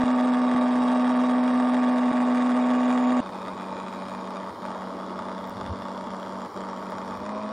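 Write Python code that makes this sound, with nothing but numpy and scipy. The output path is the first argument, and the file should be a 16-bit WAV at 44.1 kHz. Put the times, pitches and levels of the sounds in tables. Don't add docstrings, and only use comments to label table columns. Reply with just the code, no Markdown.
import sys
import numpy as np
from scipy import signal
from scipy.fft import rfft, irfft, next_fast_len
from scipy.io import wavfile
from scipy.ndimage import uniform_filter1d

SR = 44100
rng = np.random.default_rng(int(sys.argv[2]) if len(sys.argv) > 2 else 0)


def wav_out(sig):
    wavfile.write(sys.argv[1], SR, np.round(np.clip(np.atleast_2d(sig).T, -1, 1) * 32767).astype(np.int16))


def field_ratio(decibels):
    return 10 ** (np.asarray(decibels, dtype=float) / 20)


N = 331632
CUT_S = 3.207

# time_s, pitch_hz
HUM_NEAR = [(0, 250.0), (0.75, 248.0), (1.2, 249.3), (1.8, 249.1), (2.3, 247.2), (2.6, 248.4), (3.2, 249.5)]
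HUM_FAR = [(3.22, 189.0), (4.1, 189.5), (4.35, 191.0), (4.9, 189.3), (6.5, 191.6), (7.13, 189.6),
           (7.31, 210.2), (7.4, 211.0), (7.52, 211.0)]
HUM_NEAR_DB, HUM_FAR_DB, HUM_DB_PER_HZ = -22, -41.5, 0.2336
KNOCK_NEAR_DB, KNOCK_FAR_DB, KNOCK_DB_PER_HZ = -32.5, -39.5, -0.0274
# multiple_of_round, level_db
ORDERS_NEAR = [(9, -48.5), (14, -49), (15, -51.5), (20.25, -47), (21, -52.5), (24, -42), (30, -37),
               (33, -46), (36, -38), (41, -53.5), (44.2, -40.5), (54, -40), (57.2, -42.5)]
# multiple_of_round, level_db, gain_db_per_hum_hz as the throttle opens
ORDERS_FAR = [(14.04, -52, -0.19), (15.14, -48, 0.052), (17.94, -51.5, -0.21), (29.46, -55.5, 0.23),
              (36.1, -48.5, 0.41), (39.37, -51.5, -0.41), (41.45, -51, -0.52), (42.15, -55.5, -0.32),
              (54.3, -51, 0.044), (57, -48.5, 0.018), (59.1, -47.5, -0.0057), (63, -61.5, 0.73),
              (69.7, -51.5, -.1)]
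PATTERN_NEAR_DB = [-4, -3, -5, -16.5, -3, -4.5]
PATTERN_FAR_DB = [-2, -2.5, 2, -0.5, -2.5, 1.5]
# time_s, change_db
HARD_BLOWS = [(3.281, -8), (3.73, 5), (3.837, 3), (3.889, 8.5), (4.272, 6), (4.647, 5), (4.658, 4),
              (5.191, 5), (5.327, 4), (5.612, 10), (5.823, 2.5), (6.011, 5.5), (6.138, 3), (6.148, 5.5),
              (6.201, 4.5), (6.262, 1), (6.324, 3), (6.561, 7), (6.613, 6), (6.69, 7), (6.864, 5.5),
              (6.981, 7.5)]
# centre_hz, width_hz, level_db
HULL = [(236.6, 30.4, -5), (449, 39, -8.5), (503, 70.2, -2), (618, 66.5, 1.7), (866, 79.8, 0.5),
        (1118, 97.3, 3), (1232, 104, -1), (1513, 314, -12.5), (2856, 380, -29.5), (4590, 610, -33.5),
        (8140, 135, -34.5), (9550, 480, -44.5)]
# frequency_hz, gain_db
PATH_NEAR = [(200, -3), (450, -4), (800, -1.45), (1200, -5.5), (1600, -1), (2200, 5.5), (3000, 5.5),
             (5000, 0), (9000, 3)]
PATH_FAR = [(200, 4.5), (450, -3), (800, -1), (1200, 0), (2000, -5), (2800, -14), (3600, 7), (5000, 4),
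            (9000, -2)]
# centre_hz, width_hz
PANELS = [(1126, 340), (1847, 580), (2394, 290), (2840, 170), (3370, 380), (3740, 140), (5470, 300),
          (7056, 360), (8890, 330), (8630, 270)]
# mean_db, swing_db, crest_s, cycle_s
FACING_NEAR = [(-42, -0.5, 1.5, 2.3), (-43.5, -0.5, 2.9, 1.7), (-54.5, 4, 2.9, 5.5), (-60.5, 1.5, 3.2, 5),
               (-53, 0.5, 0.14, 3.5), (-55, 1.6, 1.05, 2.8), (-69, 5, 0.52, 6), (-64, 8, 3.9, 5.6),
               (-66, 1, 1.3, 2.5), (-67, 0, 1.1, 2.1)]
FACING_FAR = [(-43.5, 0.47, 5, 2.6), (-54, 1.1, 4.16, 3), (-65, 11.5, 3.7, 4.2), (-66.5, 2.6, 5.5, 3.7),
              (-58.5, 2.1, 5.76, 2.74), (-64.5, 4.8, 3.9, 4.3), (-66.5, 2.5, 6.9, 5.1),
              (-68.5, 2.6, 3.97, 2.6), (-74, 2.5, 2.78, 6.8), (-74, 4, 2.7, 7.2)]
# swing_hz, highest_s, cycle_s
SLIDE_NEAR = [(30.2, 2.5, 1.1), (60, 3.5, 6.8), (41, 2.2, 6.2), (60.3, 3.7, 4.8), (80, 2.3, 2.5),
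              (30, 0.31, 6.9), (90, 1.2, 1.5), (70, 1.2, 4.6), (40, 0.95, 5.5), (30, 0.63, 3.3)]
SLIDE_FAR = [(30, 6.64, 1.64), (60, 5.2, 2.1), (50, 3.4, 2.2), (50, 2.8, 8.6), (130, 3.36, 2.13),
             (110, 3.83, 1.32), (110, 6.7, 7.9), (110, 6.2, 3.7), (150, 4.9, 7.9), (30, 5, 2.2)]
PING_NEAR = [2.2, 5, 2.4, 2.4, 1.6, 1.4, 1.4, 1.2, 1, 1.1]
PING_FAR = [5, 2.4, 1.7, 2.4, 2.2, 1.5, 2.2, 1.6, 1.1, 1.3]
# start_s, hold_s, swell_back_s, depth_db
GAPS = [(0.04, .004, .018, -20), (0.547, .002, .003, -15), (2.116, .005, .02, -40),
        (3.204, .003, .004, -20), (3.3, .015, .02, -9), (3.54, .012, .015, -9), (4.508, .11, .008, -22),
        (5.497, .006, .01, -15), (5.543, .008, .012, -15), (6.468, .087, .004, -24),
        (7.175, .012, .015, -8)]
# frequency_hz, left_minus_right_db
LEAN = [(60, 0.0), (110, 0.0), (200, 0.0), (380, 0.0), (700, -1.0), (1290, -3.5), (2380, -2.5),
        (4400, -0.5), (8120, 0.0), (15000, 0.5)]
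# start_s, peak_db
TICKS = [(5.472, -44), (5.496, -36.5), (6.905, -41)]
# centre_s, level_db, length_s
GUSTS = [(0.12, -62, 0.097), (0.793, -58, 0.067), (1.554, -62, 0.055), (5.664, -47, 0.12),
         (7.063, -56, 0.13), (7.215, -58, 0.053)]
# centre_s, level_db, pitch_hz, length_s
PUFFS = [(5.628, -42, 88, 0.047), (5.692, -39, 80, 0.029), (5.717, -27, 88.5, 0.046)]
# frequency_hz, density_db_per_hz
SHORE = [(30, -46.5), (96, -24.5), (250, -0.5), (460, -0.5), (710, -7), (930, 0.5), (1600, -15.5),
         (2200, -20), (2660, -31), (3150, -22.5), (3700, -25.5), (4300, -21.5), (5200, -26.5), (6200, -36),
         (7500, -39.5), (9000, -37.5), (11000, -41), (15700, -43)]
# centre_hz, width_hz, gain_db
DIPS = [(2634, 71, -10.5), (4270, 390, -4)]
# random jump of the mark, jump_db
MERGE, MERGE_JUMP_DB = [(200, -31), (700, -25), (2000, -21.5), (3500, -14), (5500, -8), (9000, -7.5),
                        (15000, -5)], 5


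def evened(x):
    return x / np.sqrt(np.mean(x ** 2) + 1e-20)


def read(points, hz):
    f, value = np.transpose(points)
    return np.interp(np.log(hz + 1), np.log(f + 1), value)


def colour(x, response):
    size = next_fast_len(x.shape[-1] + SR // 4)
    spectrum = rfft(x, size) * response(np.fft.rfftfreq(size, 1 / SR))
    return irfft(spectrum, size)[..., :x.shape[-1]]


def wander(t, low_hz, high_hz):
    rates_hz = np.geomspace(low_hz, high_hz, num=9)
    return evened(sum(np.sin(2 * np.pi * (f * t + rng.random())) for f in rates_hz))


def mode(hz, f, width):
    return 1j * hz * width / (f ** 2 - hz ** 2 + 1j * hz * width)


def resonate(x, hz, width):
    turn = np.exp(2j * np.pi * np.cumsum(hz) / SR)
    r = np.exp(-np.pi * width / SR)
    return (turn * signal.lfilter([1], [1, -2 * r, r * r], x / turn)).real


def drive(t, hum, hum_db, orders, knock_db, path, facing, slide, throb_db, loose, waver, pings, linger,
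          **blow):
    s, hz = np.transpose(hum)
    speed_hz = np.interp(t, s, hz)
    rise_hz = speed_hz - hz[0]
    rounds = np.cumsum(speed_hz * (1 + 0.0043 * wander(t, 6, 30))) / 12 / SR
    tones = hum_tone(t, rounds, rise_hz, hum_db, throb_db)
    tones += side_tones(t, rounds, rise_hz, orders, loose, waver)
    played = rounds + .01 * wander(t, 20, 90)
    luck = blow_luck(len(t))
    blow["hard_db"] = hard_blows(t, played)
    gap = gaps(t)
    ring = hull_ring(knocks(played, luck, **blow), path)
    ring *= field_ratio(knock_db + KNOCK_DB_PER_HZ * rise_hz)
    out = tones * gap + ring * gap ** 0.25
    return out + panels(t, played, luck, gap, facing, slide, pings, linger, blow)


def hum_tone(t, rounds, rise_hz, hum_db, throb_db):
    level_db = hum_db + HUM_DB_PER_HZ * rise_hz + throb_db * wander(t, 4, 12)
    return np.sqrt(2) * field_ratio(level_db) * np.sin(2 * np.pi * 12 * rounds)


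def side_tones(t, rounds, rise_hz, orders, loose, waver):
    out = np.zeros(len(t))
    for k, tone_db, *db_per_hz in orders:
        level_db = tone_db + sum(db_per_hz) * rise_hz + 0.39 * wander(t, 2.7, 15)
        cycles = k * (rounds + waver * wander(t, 1.5, 12)) + loose * rng.random()
        out += np.sqrt(2) * field_ratio(level_db) * np.cos(2 * np.pi * cycles)
    return out


def blow_luck(count):
    luck = rng.exponential(1, count).clip(0, 2.4) - 1
    return 0.37 * luck + 0.65 * uniform_filter1d(luck, size=3)


def hard_blows(t, played):
    out = np.zeros(len(t))
    for at, change_db in HARD_BLOWS:
        centre = np.interp(at, t, played, -9, -9)
        out += change_db * (abs(played - centre) < 1 / 12)
    return out


def knocks(rounds, luck, pattern_db, hard_db, scatter_db, sharp, rattle, tail):
    own_share = 0.7
    count = 6 * rounds
    which = np.maximum.accumulate(count.astype(int).clip(0))
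    own = rng.uniform(-0.99, 1, len(rounds))
    chance = ((2.0 - own_share) * luck + own_share * own)[which]
    size = field_ratio(np.array(pattern_db)[which % 6] + scatter_db * chance + hard_db)
    blows = size * np.diff(which, prepend=0)
    shakes = (rattle + size * np.exp(-(count % 1) / tail)) * rng.standard_normal(len(rounds))
    return evened(sharp * evened(blows) + evened(shakes))


def hull(hz):
    return sum((-1) ** k * field_ratio(db) * mode(hz, f, w) for k, (f, w, db) in enumerate(HULL))


def hull_ring(struck, path):
    return evened(colour(struck, lambda f: hull(f) * field_ratio(read(path, f))))


def panels(t, played, luck, gap, facing, slide, pings, linger, blow):
    out = np.zeros(len(t))
    for (f0, width), ping, face, (swing_hz, highest, turn) in zip(PANELS, pings, facing, slide):
        mean_db, swing_db, crest, cycle = face
        level_db = mean_db + swing_db * np.cos(2 * np.pi * (t - crest) / cycle)
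        level_db += 1.76 * wander(t, 5, 22)
        pitch_hz = f0 + swing_hz * np.cos(2 * np.pi * (t - highest) / turn)
        struck = knocks(played, luck, **{**blow, "sharp": ping})
        depth = linger if f0 < 3600 else 0.15 * linger
        out += gap ** depth * field_ratio(level_db) * evened(resonate(struck, pitch_hz, width))
    return out


def gaps(t):
    gain = np.ones(len(t))
    for s, hold, back, db in GAPS:
        times = [s - 8 / SR, s, s + hold, s + hold + back]
        gain *= np.interp(t, times, [1, field_ratio(db), field_ratio(db), 1])
    return gain


def near_boat(t):
    close = drive(t, HUM_NEAR, HUM_NEAR_DB, ORDERS_NEAR, KNOCK_NEAR_DB, PATH_NEAR, FACING_NEAR,
                  SLIDE_NEAR, throb_db=0.38, loose=0.98, waver=0.0024, pings=PING_NEAR, linger=0.057,
                  pattern_db=PATTERN_NEAR_DB, scatter_db=3.0, sharp=0.7, rattle=0.8, tail=0.5)
    echo = colour(close, lambda f: field_ratio(-11) * mode(f, 7000, 16000) ** 2 * np.exp(-2j * np.pi * f * .004))
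    sides = colour(close, lambda f: field_ratio(np.outer([.5, -.5], read(LEAN, f))))
    return sides + np.outer([1, -1], echo)


def far_boat(t):
    distant = drive(t, HUM_FAR, HUM_FAR_DB, ORDERS_FAR, KNOCK_FAR_DB, PATH_FAR, FACING_FAR,
                    SLIDE_FAR, throb_db=1.16, loose=0.12, waver=0.0015, pings=PING_FAR, linger=1.0,
                    pattern_db=PATTERN_FAR_DB, scatter_db=3.0, sharp=0.75, rattle=0.58, tail=0.3)
    return np.array([distant, distant])


def ticks(t):
    decay_s = 0.00041
    burst = rng.choice([-1., 1.], N)
    return burst * sum(field_ratio(db) * (t >= s) * np.exp(-abs(t - s) / decay_s) for s, db in TICKS)


def wind(t):
    def low_hump(f):
        return f ** 3 / (85 ** 2 - f ** 2 + 1j * f * 50) / (1 + (f / 120) ** 5)

    middle, side = evened(colour(rng.standard_normal((2, N)), low_hump))
    level = field_ratio(np.where(t < CUT_S, -65, -59) + 1.5 * wander(t, 1.5, 18.0))
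    for s, db, length in GUSTS:
        level += field_ratio(db) * np.exp(-((t - s) / length) ** 2)
    side = side * field_ratio(np.where(t < CUT_S, -20, -26))
    out = (middle + np.outer([1, -1], side)) * level
    for s, db, hz, length in PUFFS:
        bell = np.exp(-8 * ((t - s) / length) ** 2)
        out += field_ratio(db) * bell * np.sin(2 * np.pi * hz * (t - s))
    return out


def shore(t):
    frames, hz = N // 256 + 5, np.fft.rfftfreq(1024, 1 / SR)
    a, b, c, d, patches = rng.standard_normal((frames, 513, 5)).T
    patches = evened(uniform_filter1d(uniform_filter1d(patches, 10, 0), 12, 1))
    apart = 0.016 + 0.81 * (hz[:, None] / 15000) ** 1.33
    z = (a + 1j * b) + np.array([1, -1])[:, None, None] * apart * (c + 1j * d)
    z *= field_ratio(read(SHORE, hz)[:, None] + 1.38 * patches)
    hush = evened(signal.istft(z, nperseg=1024, noverlap=768)[1][:, :N])
    return hush * field_ratio(np.where(t < CUT_S, -41, -40))


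def scene():
    t = np.arange(N) / SR
    boat = np.hstack([near_boat(t[t < CUT_S]), far_boat(t[t >= CUT_S])])
    return boat + ticks(t) + wind(t) + shore(t)


def housing(z, hz):
    dip_db = sum(db / (1 + (2 * (hz - f) / width) ** 2) for f, width, db in DIPS)
    return z * field_ratio(dip_db)[:, None]


def band_sums(power, width):
    return np.repeat(power[:512].reshape(512 // width, width, -1).sum(1), width, axis=0)


def treble_gate(power, hz):
    bands = uniform_filter1d(band_sums(power, 8), size=2, axis=1)
    whole = uniform_filter1d(power.sum(0), size=8)
    under_db = 10 * np.log10(bands / whole + 1e-14)
    return np.where(hz[:512, None] > 4500, np.clip((under_db + 49.0) / 3, .001, 1), 1)


def side_to_remove(z, power, hz):
    side = (z[0] - z[1])[:512] / 2
    apart = uniform_filter1d(band_sums(abs(side) ** 2, 4), size=2, axis=1)
    whole = uniform_filter1d(band_sums(power, 4) + 1e-20, size=2, axis=1)
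    side_db = 10 * np.log10(apart / whole + 1e-14)
    frames = side.shape[1]
    jumps = np.kron(rng.standard_normal((frames // 4 + 1, 64)).T, np.ones((8, 4)))[:, :frames]
    mark_db = read(MERGE, hz[:512, None]) + MERGE_JUMP_DB * jumps
    return np.array([1, -1])[:, None, None] * side * np.clip(mark_db - side_db, 0, 1)


def top_cut(x):
    return signal.sosfilt(signal.butter(12, 15810, fs=SR, output="sos"), x)


def record(dry):
    hz, _, z = signal.stft(dry, SR, nperseg=1024)
    z = housing(z, hz)
    power = (abs(z) ** 2).mean(0)
    z[:, :512] -= side_to_remove(z, power, hz)
    z[:, :512] *= treble_gate(power, hz)
    mix = signal.istft(z, SR, nperseg=1024)[1][:, :N]
    return top_cut(mix)


dry = scene()
out = record(dry)
wav_out(out)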